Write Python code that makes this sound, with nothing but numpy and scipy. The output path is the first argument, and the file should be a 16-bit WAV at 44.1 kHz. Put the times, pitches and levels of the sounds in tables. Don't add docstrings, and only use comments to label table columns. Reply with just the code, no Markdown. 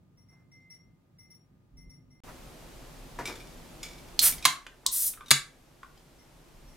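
import sys
import numpy as np
from scipy import signal
from scipy.fft import rfft, irfft, next_fast_len
from scipy.io import wavfile
from scipy.ndimage import uniform_filter1d

SR = 44100
rng = np.random.default_rng(int(sys.argv[2]) if len(sys.argv) > 2 else 0)


def file_out(sig):
    cols = np.atleast_2d(sig).T
    lim = np.clip(cols, -1, 1)
    pcm = np.round(lim * 32767).astype(np.int16)
    wavfile.write(sys.argv[1], SR, pcm)


N = 298116
TIME = np.arange(N) / SR
HUSH_END_S, AIR_START_S = 2.203, 2.236

# main jerk in seconds, its level in dB, brightness in dB per
# octave, ring length factor, noise against ring in dB, how much earlier the score first gives in seconds,
# level of that give in dB, time to the second jerk in seconds, fall per jerk in dB,
# boom of the body in dB, pop of the opening in dB.
LID_SNAPS = [(4.4526, -4, -2, .65, -1.5, 0.00075, -25.5, .0028, 4, -30, -23),
             (5.3113, -5, 3.5, 0.4, 2, .004, -9, .0018, 2, -16.5, -29)]
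BOOM_NOISY_DB = -5

# frequency in Hz, relative level in dB.
METAL_NOISE = [(100, -33.5), (500, -18), (1400, 4.5), (2300, 4.5), (4000, 7.5), (8000, 1), (12000, -0.5),
               (16000, -11.5)]
# frequency in Hz, relative level in dB.
SCUFF_NOISE = [(50, -12.5), (120, -4.5), (450, -2.5), (1100, -1), (1900, -5), (2800, -18), (7000, -21.5),
               (15000, -35.5)]


def tears():
    # frequency in Hz, relative level in dB, time to fade by 60 dB in seconds.
    lid = [(820, -13, 0.014), (1082, -6.5, 0.09), (1270, -5.5, 0.049), (1580, 3.5, 0.0023),
           (2150, -1.5, .022), (2400, -13.5, 0.004), (3180, -2.5, 0.023), (3760, -4, .014),
           (4030, 0, 0.053), (4500, -8.5, 0.0089), (4330, -1, 0.011), (5460, -12.5, 0.0083),
           (6200, -5, 0.0099), (6880, 2.5, .014), (7500, -8, 0.014), (8600, -9, 0.0077), (8650, -0.5, .014),
           (10740, 2.5, .012), (12900, -15.5, .01)]
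    return strike(jerks(), lid, METAL_NOISE, crunch_s=0.0075, split=0.045, contact_s=0.00024)


def jerks(count=4):
    spacing_power = 0.9
    blows = []
    for s, db, bright_db, ring, noisy_db, lead_s, give_db, gap_s, fall_db, *_ in LID_SNAPS:
        first_give = [(s - lead_s, give_db, bright_db)]
        run = [(s + gap_s * k ** spacing_power, db - fall_db * k, bright_db) for k in range(count)]
        blows += alike(first_give + run, ring, noisy_db)
    return blows


def booms():
    # frequency in Hz, relative level in dB, time to fade by 60 dB in seconds.
    body = [(143.7, 1.5, 0.42), (196, -6.5, .15), (250, -5.5, 0.23), (656, -3.5, 0.061)]
    lag_s, ring_factor = .002, 0.62
    blows = [(s + lag_s, db, 0, ring_factor, BOOM_NOISY_DB) for s, *_, db, _ in LID_SNAPS]
    return strike(blows, body, SCUFF_NOISE, crunch_s=.006, split=.03, contact_s=0.00041)


def pops():
    # frequency in Hz, relative level in dB, time to fade by 60 dB in seconds.
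    mouth = [(710, -1, .03), (1111, 0, .02)]
    blows = [(s, db, 0, 1, BOOM_NOISY_DB) for s, *_, db in LID_SNAPS]
    return strike(blows, mouth, SCUFF_NOISE, crunch_s=.006, split=0.055, contact_s=.0005)


def cracks():
    # start in seconds, level in dB, brightness in dB per octave, ring length factor,
    # noise against ring in dB.
    crack_events = [(4.1917, -18.5, -5, 1.5, -2.5), (4.1983, -27.5, 2.5, 1.6, -5),
                    (4.8641, -11, 7, 1.1, -3.5), (4.8705, -29, 9, 1.2, -2.5)]
    # frequency in Hz, relative level in dB, time to fade by 60 dB in seconds.
    seal = [(3500, -2, 0.011), (4030, -1, 0.032), (4700, 2, 0.0089), (5260, -8.5, 0.036),
            (6230, -5, 0.0037), (7460, -3.5, .006), (8800, -4.5, .006), (10400, -5.5, .004)]
    # frequency in Hz, relative level in dB.
    seal_noise = [(300, -22.5), (2500, -19), (3400, 0), (8000, -2), (12000, -6.5), (16000, -10.5)]
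    return strike(crack_events, seal, seal_noise, crunch_s=0.0029, split=0.07, contact_s=.0001)


def gas():
    # slit opens in seconds, time constant of the rise in seconds, slit slackens in seconds,
    # jet in dB and spray in dB against the jet (both at full flow), scatter of droplet sizes in dB.
    vents = [(4.212, 0.016, 4.273, -17.5, -12.5, 0.5), (4.911, 0.015, 5.081, -18, -27, 7.5)]
    return sum(vent(*row) for row in vents)


def vent(opens_s, attack_s, slackens_s, jet_db, spray_db, grain_db):
    # frequency in Hz, relative level in dB.
    jet_spectrum = [(500, -41), (2600, -26.5), (4000, -15), (5500, -8.5), (7400, -7.5), (8600, -0.5),
                    (9800, 0.5), (11500, 0), (14000, -1), (16000, -10)]
    # frequency in Hz, relative level in dB.
    spray_spectrum = [(200, -10), (700, -7), (1400, -0.5), (2200, -0.5), (4000, 1.5), (7000, -3.5),
                      (15000, -19)]
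    release_db_per_s = 401
    opening = 1 - np.exp(-np.maximum(TIME - opens_s, 0) / attack_s)
    flow = opening * undb(-release_db_per_s * np.maximum(TIME - slackens_s, 0))
    flutter = undb(0.6 * unit(uniform_filter1d(rng.standard_normal(N), size=200)))
    jet = colour(rng.standard_normal(N), jet_spectrum) * flutter
    present = rng.random(N) < .15
    drops = rng.standard_normal(N) * present * undb(grain_db * rng.standard_normal(N))
    spray = undb(spray_db) * colour(drops, spray_spectrum)
    return flow * undb(jet_db) * (jet + spray)


def picks():
    # start in seconds, level in dB, brightness in dB per octave, pitch factor.
    pick_events = [(3.255, -34.5, 3.5, 1.04), (3.274, -37, 0, 1.06), (3.404, -51, -7, 1.06),
                   (3.8302, -37, 10, 0.98), (4.323, -41, 4, 1.02), (4.381, -47, 7, 0.9),
                   (4.425, -42, 3, 1.08), (4.4435, -38, 3, 1), (5.26, -43.5, -6, 1.7),
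                   (5.2825, -38.5, -2, 1.65), (5.975, -52, -2, 1.38)]
    # frequency in Hz, relative level in dB, time to fade by 60 dB in seconds.
    tab = [(2280, 3.5, 0.12), (3510, -1, 0.076), (5080, -4.5, 0.069), (5600, -3, .04), (7130, -6, 0.042),
           (8350, -12.5, .04)]
    blows = alike(pick_events + skids(), ring=0.97, noisy_db=-3)
    return strike(blows, tab, METAL_NOISE, crunch_s=0.017, split=.03, contact_s=.0004)


def skids(count=7):
    # start in seconds, length in seconds, level at the start in dB.
    skid_events = [(3.284, .22, -46), (3.845, .26, -48.5)]
    fade_db = 12
    bright_db = 4
    ticks = []
    for s, length, db in skid_events:
        progress = ((np.arange(count) + rng.random(count)) / count) ** 2
        ticks += [(s + length * p, db - fade_db * p, bright_db) for p in progress]
    return ticks


def flexes():
    # start in seconds, level in dB, brightness in dB per octave, noise against ring in dB,
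    # pitch factor.
    flex_events = [(4.665, -33, 17, 13, 0.49), (4.8595, -29, -13, -9, 0.98), (5.135, -43, 14.5, 2, 1.12),
                   (5.1736, -43, -6, -9, 1.18), (5.2075, -35.5, 0.5, -15.5, 1.05),
                   (5.8305, -34.5, -3.5, -9.5, 1.04)]
    # frequency in Hz, relative level in dB, time to fade by 60 dB in seconds.
    wall = [(1090, -0.5, 0.15), (1390, -4.5, 0.078), (1390, -9.5, 0.045), (2250, -8, .05),
            (3330, -3.5, 0.021)]
    # frequency in Hz, relative level in dB.
    wall_noise = [(200, -10.5), (800, -14), (1400, -1), (3100, -3), (4200, -14), (8000, -17),
                  (15000, -35.5)]
    ring_factor = .55
    blows = [(s, db, bright_db, ring_factor, noisy_db, pitch)
             for s, db, bright_db, noisy_db, pitch in flex_events]
    return strike(blows, wall, wall_noise, crunch_s=.008, split=0.051, contact_s=0.00083)


def knocks():
    # start in seconds, level in dB, brightness in dB per octave.
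    knock_events = [(3.187, -32, 5), (3.205, -49, 15), (3.28, -39, -5), (3.296, -42.5, -2),
                    (4.832, -47, -12.5)]
    # frequency in Hz, relative level in dB, time to fade by 60 dB in seconds.
    table = [(116, -13.5, 0.22), (203, -22.5, 0.14), (314, 5.5, 0.28), (503, 7, 0.3), (803, 11, .06),
             (1107, 14, 0.03), (1423, -6, 0.061), (1970, -5, 0.058)]
    blows = alike(knock_events, ring=.9, noisy_db=4.5)
    return strike(blows, table, SCUFF_NOISE, crunch_s=0.03, split=0.17, contact_s=0.00078)


def can():
    # time in seconds, left minus right in dB.
    shade = [(3.8, 1.5), (4.19, -5), (4.24, -1.5), (4.45, -2), (4.86, 0.5), (5.3, 1)]
    shade_db, = curve(shade)
    handling = knocks() + picks() + flexes() + pops()
    cracking, tearing, booming, hiss = cracks(), tears(), booms(), gas()
    direct = near(handling, shade_db, spread=.25) + near(cracking, shade_db, spread=.35)
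    direct = direct + near(tearing, shade_db, spread=0.46) + near(hiss, shade_db, spread=.25) + booming
    into_room = undb(1.5) * handling + undb(-0.5) * cracking + undb(1) * tearing
    into_room = into_room + undb(-3.0) * hiss + undb(-16) * booming
    return direct + room(into_room)


def rod():
    # start in seconds, level in dB before the drops and gains below, brightness in dB per octave.
    rod_events = [(0.173, -60.5, 3), (.286, -58.5, 0.5), (.515, -52.5, -4.5), (.60, -54.5, -28),
                  (.70, -44, -1), (1.185, -51, 2), (1.302, -49.5, 4), (1.77, -52.5, 2.5),
                  (1.895, -50.5, 1.5), (2.104, -60, 0), (6.185, -50.5, -0.5), (6.675, -51.5, 3)]
    # frequency in Hz, relative level in dB, time to fade by 60 dB in seconds.
    rod_tones = [(2079, -6, 0.44), (5580, 1.5, 0.15), (9940, -9, 0.091), (10200, -5.5, 0.057),
                 (10700, -18, 0.064), (15200, -13, 0.12)]
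    right_lag_s = .00046
    # (seconds later, dB)
    onset_steps = [(0, -2.5), (.017, -9.5), (.038, -6.5)]
    onsets = [(s + lag, db + drop_db, bright_db)
              for s, db, bright_db in rod_events for lag, drop_db in onset_steps]
    rings = strike(alike(onsets, ring=0.9, noisy_db=-21.5), rod_tones, METAL_NOISE,
                   crunch_s=0.0082, split=0.0015, contact_s=0.001)
    left = undb(-4.5) * rings
    right = undb(-4) * np.roll(rings, int(right_lag_s * SR))
    return np.array([left, right]) + undb(4) * room(rings)


def rustles():
    # loudest moment in seconds, level there in dB, length in seconds (peak to about a third).
    rustle_events = [(0.33, -72, 0.024), (0.397, -74, 0.054), (2.294, -47.5, 0.023)]
    spectrum = [(100, 5), (400, 8.5), (1200, 10.5), (2000, 4.5), (3000, -10), (12000, -15)]  # Hz, dB
    return swells(rustle_events) * colour(diffuse(N), spectrum)


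def background():
    # frequency in Hz, relative level in dB.
    hush_spectrum = [(25, -58), (50, -18.5), (75, -22.5), (105, -9), (140, -8.5), (260, -17.5),
                     (400, -24.5), (800, -32), (1400, -38), (3000, -45.5), (11000, -54), (15000, -52)]
    # frequency in Hz, relative level in dB.
    air_spectrum = [(15, -31), (25, 3.5), (44, 3), (76, -11), (161, -4.5), (200, -13), (256, -6.5),
                    (293, -12.5), (354, -9), (405, -14.5), (575, -13.5), (1610, -23), (5000, -27.5),
                    (14000, -34), (16000, -45)]
    # loudest moment in seconds, level there in dB (before the
    # standing waves, during the hush), length in seconds (peak to about a third).
    rumble_events = [(1.775, -46, .03), (1.87, -47, .04), (2.15, -64.5, .15), (4.33, -53.5, .1),
                     (6.7, -49, .12)]
    hush = colour(diffuse(N, alike_hz=513, treble_side=1.0), hush_spectrum)
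    drone = signal.sosfiltfilt(signal.butter(2, 350, fs=SR, output="sos"), hush)
    drone_db = -61.5 + 2.2 * sway(per_s=9)
    whine = undb(-88.5) * np.sqrt(2) * np.sin(2 * np.pi * 1223 * TIME)
    hush = drone * undb(drone_db) + (hush - drone) * undb(-65) + whine
    air = colour(diffuse(N, alike_hz=230, treble_side=0.62), air_spectrum) * undb(-48)
    rumble_spectrum = [(15, -7.5), (40, 0.5), (70, -15.5), (170, -20.5), (400, -35), (2000, -75.0)]  # Hz, dB
    rumble = colour(diffuse(N, alike_hz=100), rumble_spectrum)
    surge = swells(rumble_events)
    before, after = TIME < HUSH_END_S, TIME > AIR_START_S
    hush = standing_waves(before * (hush + rumble * (surge + undb(-86))))
    air = air + rumble * (surge + undb(-66.5))
    return hush * before + air * after


def standing_waves(x):
    # frequency in Hz, width in Hz, level of the added peak in dB.
    waves = [(49.8, 16, 5.5), (89.6, 11, 2.5), (119, 4.5, -1.5), (145, 3.4, 5), (171.3, 4.8, 4.5),
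             (262, 12.3, 3), (342.4, 20, -4.5)]
    between_db = -2
    bins = np.fft.rfftfreq(N, 1 / SR)
    peaks = sum(undb(db) / (1 + (2 * (bins - hz) / width) ** 2) for hz, width, db in waves)
    between = undb(np.interp(bins, [20, 60, 300, 500], [-15, between_db, between_db, 0]))
    return irfft(rfft(x) * (between + peaks), N)


def room(x):
    # band centre in Hz, time to fade by 60 dB in seconds, relative level in dB.
    bands = [(150, 0.45, 3), (510.3, .3, -5.5), (1403, .33, -6), (3500, 0.26, -7), (8000, 0.24, -6.5),
             (15100, 0.2, -15)]
    t = np.arange(SR // 2) / SR
    hz, t60, db = np.transpose(bands)
    bins = np.log(np.fft.rfftfreq(len(t), 1 / SR) + 1)
    noise = rfft(diffuse(len(t), alike_hz=641, treble_side=0.56))
    build_up = np.clip((t - .004) / 0.00057, 0, 1)
    response = 0
    for share, decay_s, band_db in zip(np.eye(len(hz)), t60, db):
        fade = build_up * np.exp(-np.log(1000) * t / decay_s)
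        band = irfft(noise * np.interp(bins, np.log(hz), share), len(t))
        response = response + undb(band_db) * band * fade / np.linalg.norm(fade)
    return signal.fftconvolve(x[None], response, axes=1)[:, :N]


def near(x, pan_db, spread):
    sides = np.array([[1], [-1]])
    scatter = rng.standard_normal(97) * np.hanning(97)
    scatter = scatter - scatter[::-1]
    side = np.convolve(x, scatter / np.linalg.norm(scatter), "same")
    return (x + spread * sides * side) * undb(sides * pan_db / 2)


def strike(events, modes, crunch, crunch_s, split, contact_s):
    out = np.zeros(N + SR)
    hz, db, t60 = np.transpose(modes)[:, :, None]
    t = np.arange(next_fast_len(int(SR * min(t60.max() + 6 * crunch_s, .5)))) / SR
    attack = (1 - np.exp(-t / contact_s)) ** 2
    for s, blow_db, bright_db, length, noisy_db, *pitch in events:
        detune = 1 + split * rng.uniform(-1, 1, (3, len(hz), 1))
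        pitches = hz * (pitch[0] if pitch else 1) * detune
        partials = np.cos(2 * np.pi * pitches * t).sum(axis=0) * rng.choice([-1, 1], hz.shape)
        gain = undb(db + bright_db * np.log2(hz / hz[0]))
        fade = np.exp(-np.log(1000) * t / (t60 * length))
        ring = attack * np.sum(gain * partials * fade, axis=0)
        hiss = colour(rng.standard_normal(SR // 2), crunch)[:len(t)]
        noise = attack * hiss * np.exp(-t / (crunch_s * length))
        blow = unit(unit(ring) + undb(noisy_db) * unit(noise)) * np.sqrt(.01 / t[-1])
        start = int(s * SR)
        out[start:start + len(t)] += undb(blow_db) * blow
    return out[:N]


def alike(rows, ring, noisy_db):
    return [(s, db, bright_db, ring, noisy_db, *pitch) for s, db, bright_db, *pitch in rows]


def diffuse(size, alike_hz=600, treble_side=.55):
    mid, side = rng.standard_normal((2, size))
    side = signal.sosfilt(signal.butter(1, alike_hz, "high", fs=SR, output="sos"), side)
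    return mid + treble_side * side * np.array([[1], [-1]])


def colour(x, points):
    hz, db = np.transpose(points)
    bins = np.fft.rfftfreq(x.shape[-1], 1 / SR)
    gain = undb(np.interp(np.log(bins + 1), np.log(hz), db))
    return unit(irfft(rfft(x) * gain, x.shape[-1]))


def swells(rows):
    return sum(undb(db) * np.exp(-((TIME - s) / length) ** 2) for s, db, length in rows)


def sway(per_s):
    return np.interp(TIME * per_s, np.arange(256), rng.standard_normal(256))


def curve(rows):
    s, *columns = np.transpose(rows)
    return [np.interp(TIME, s, c) for c in columns]


def undb(db):
    return 10 ** (np.asarray(db) / 20)


def unit(x):
    return x / np.sqrt(np.mean(x ** 2))


def scene():
    sounding = (TIME < HUSH_END_S) | (TIME > AIR_START_S)
    return (can() + rod() + rustles() + background()) * sounding


def gain_control(x, limit_db=-14, range_db=11, recover_db=3.0):
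    power = np.abs(uniform_filter1d(np.mean(x ** 2, axis=0), size=300))
    loud_db = 10 * np.log10(power + 1e-12)
    cut_db = np.clip(loud_db - limit_db, 0, range_db)
    held_db = np.maximum.accumulate(cut_db + recover_db * TIME) - recover_db * TIME
    return x * undb(-held_db)


def record(dry):
    clipped = np.clip(gain_control(dry), -.92, .92)
    top_cut = signal.ellip(10, .2, 70, 16000, fs=SR, output="sos")
    return signal.sosfilt(top_cut, clipped)


dry = scene()
out = record(dry)
file_out(out)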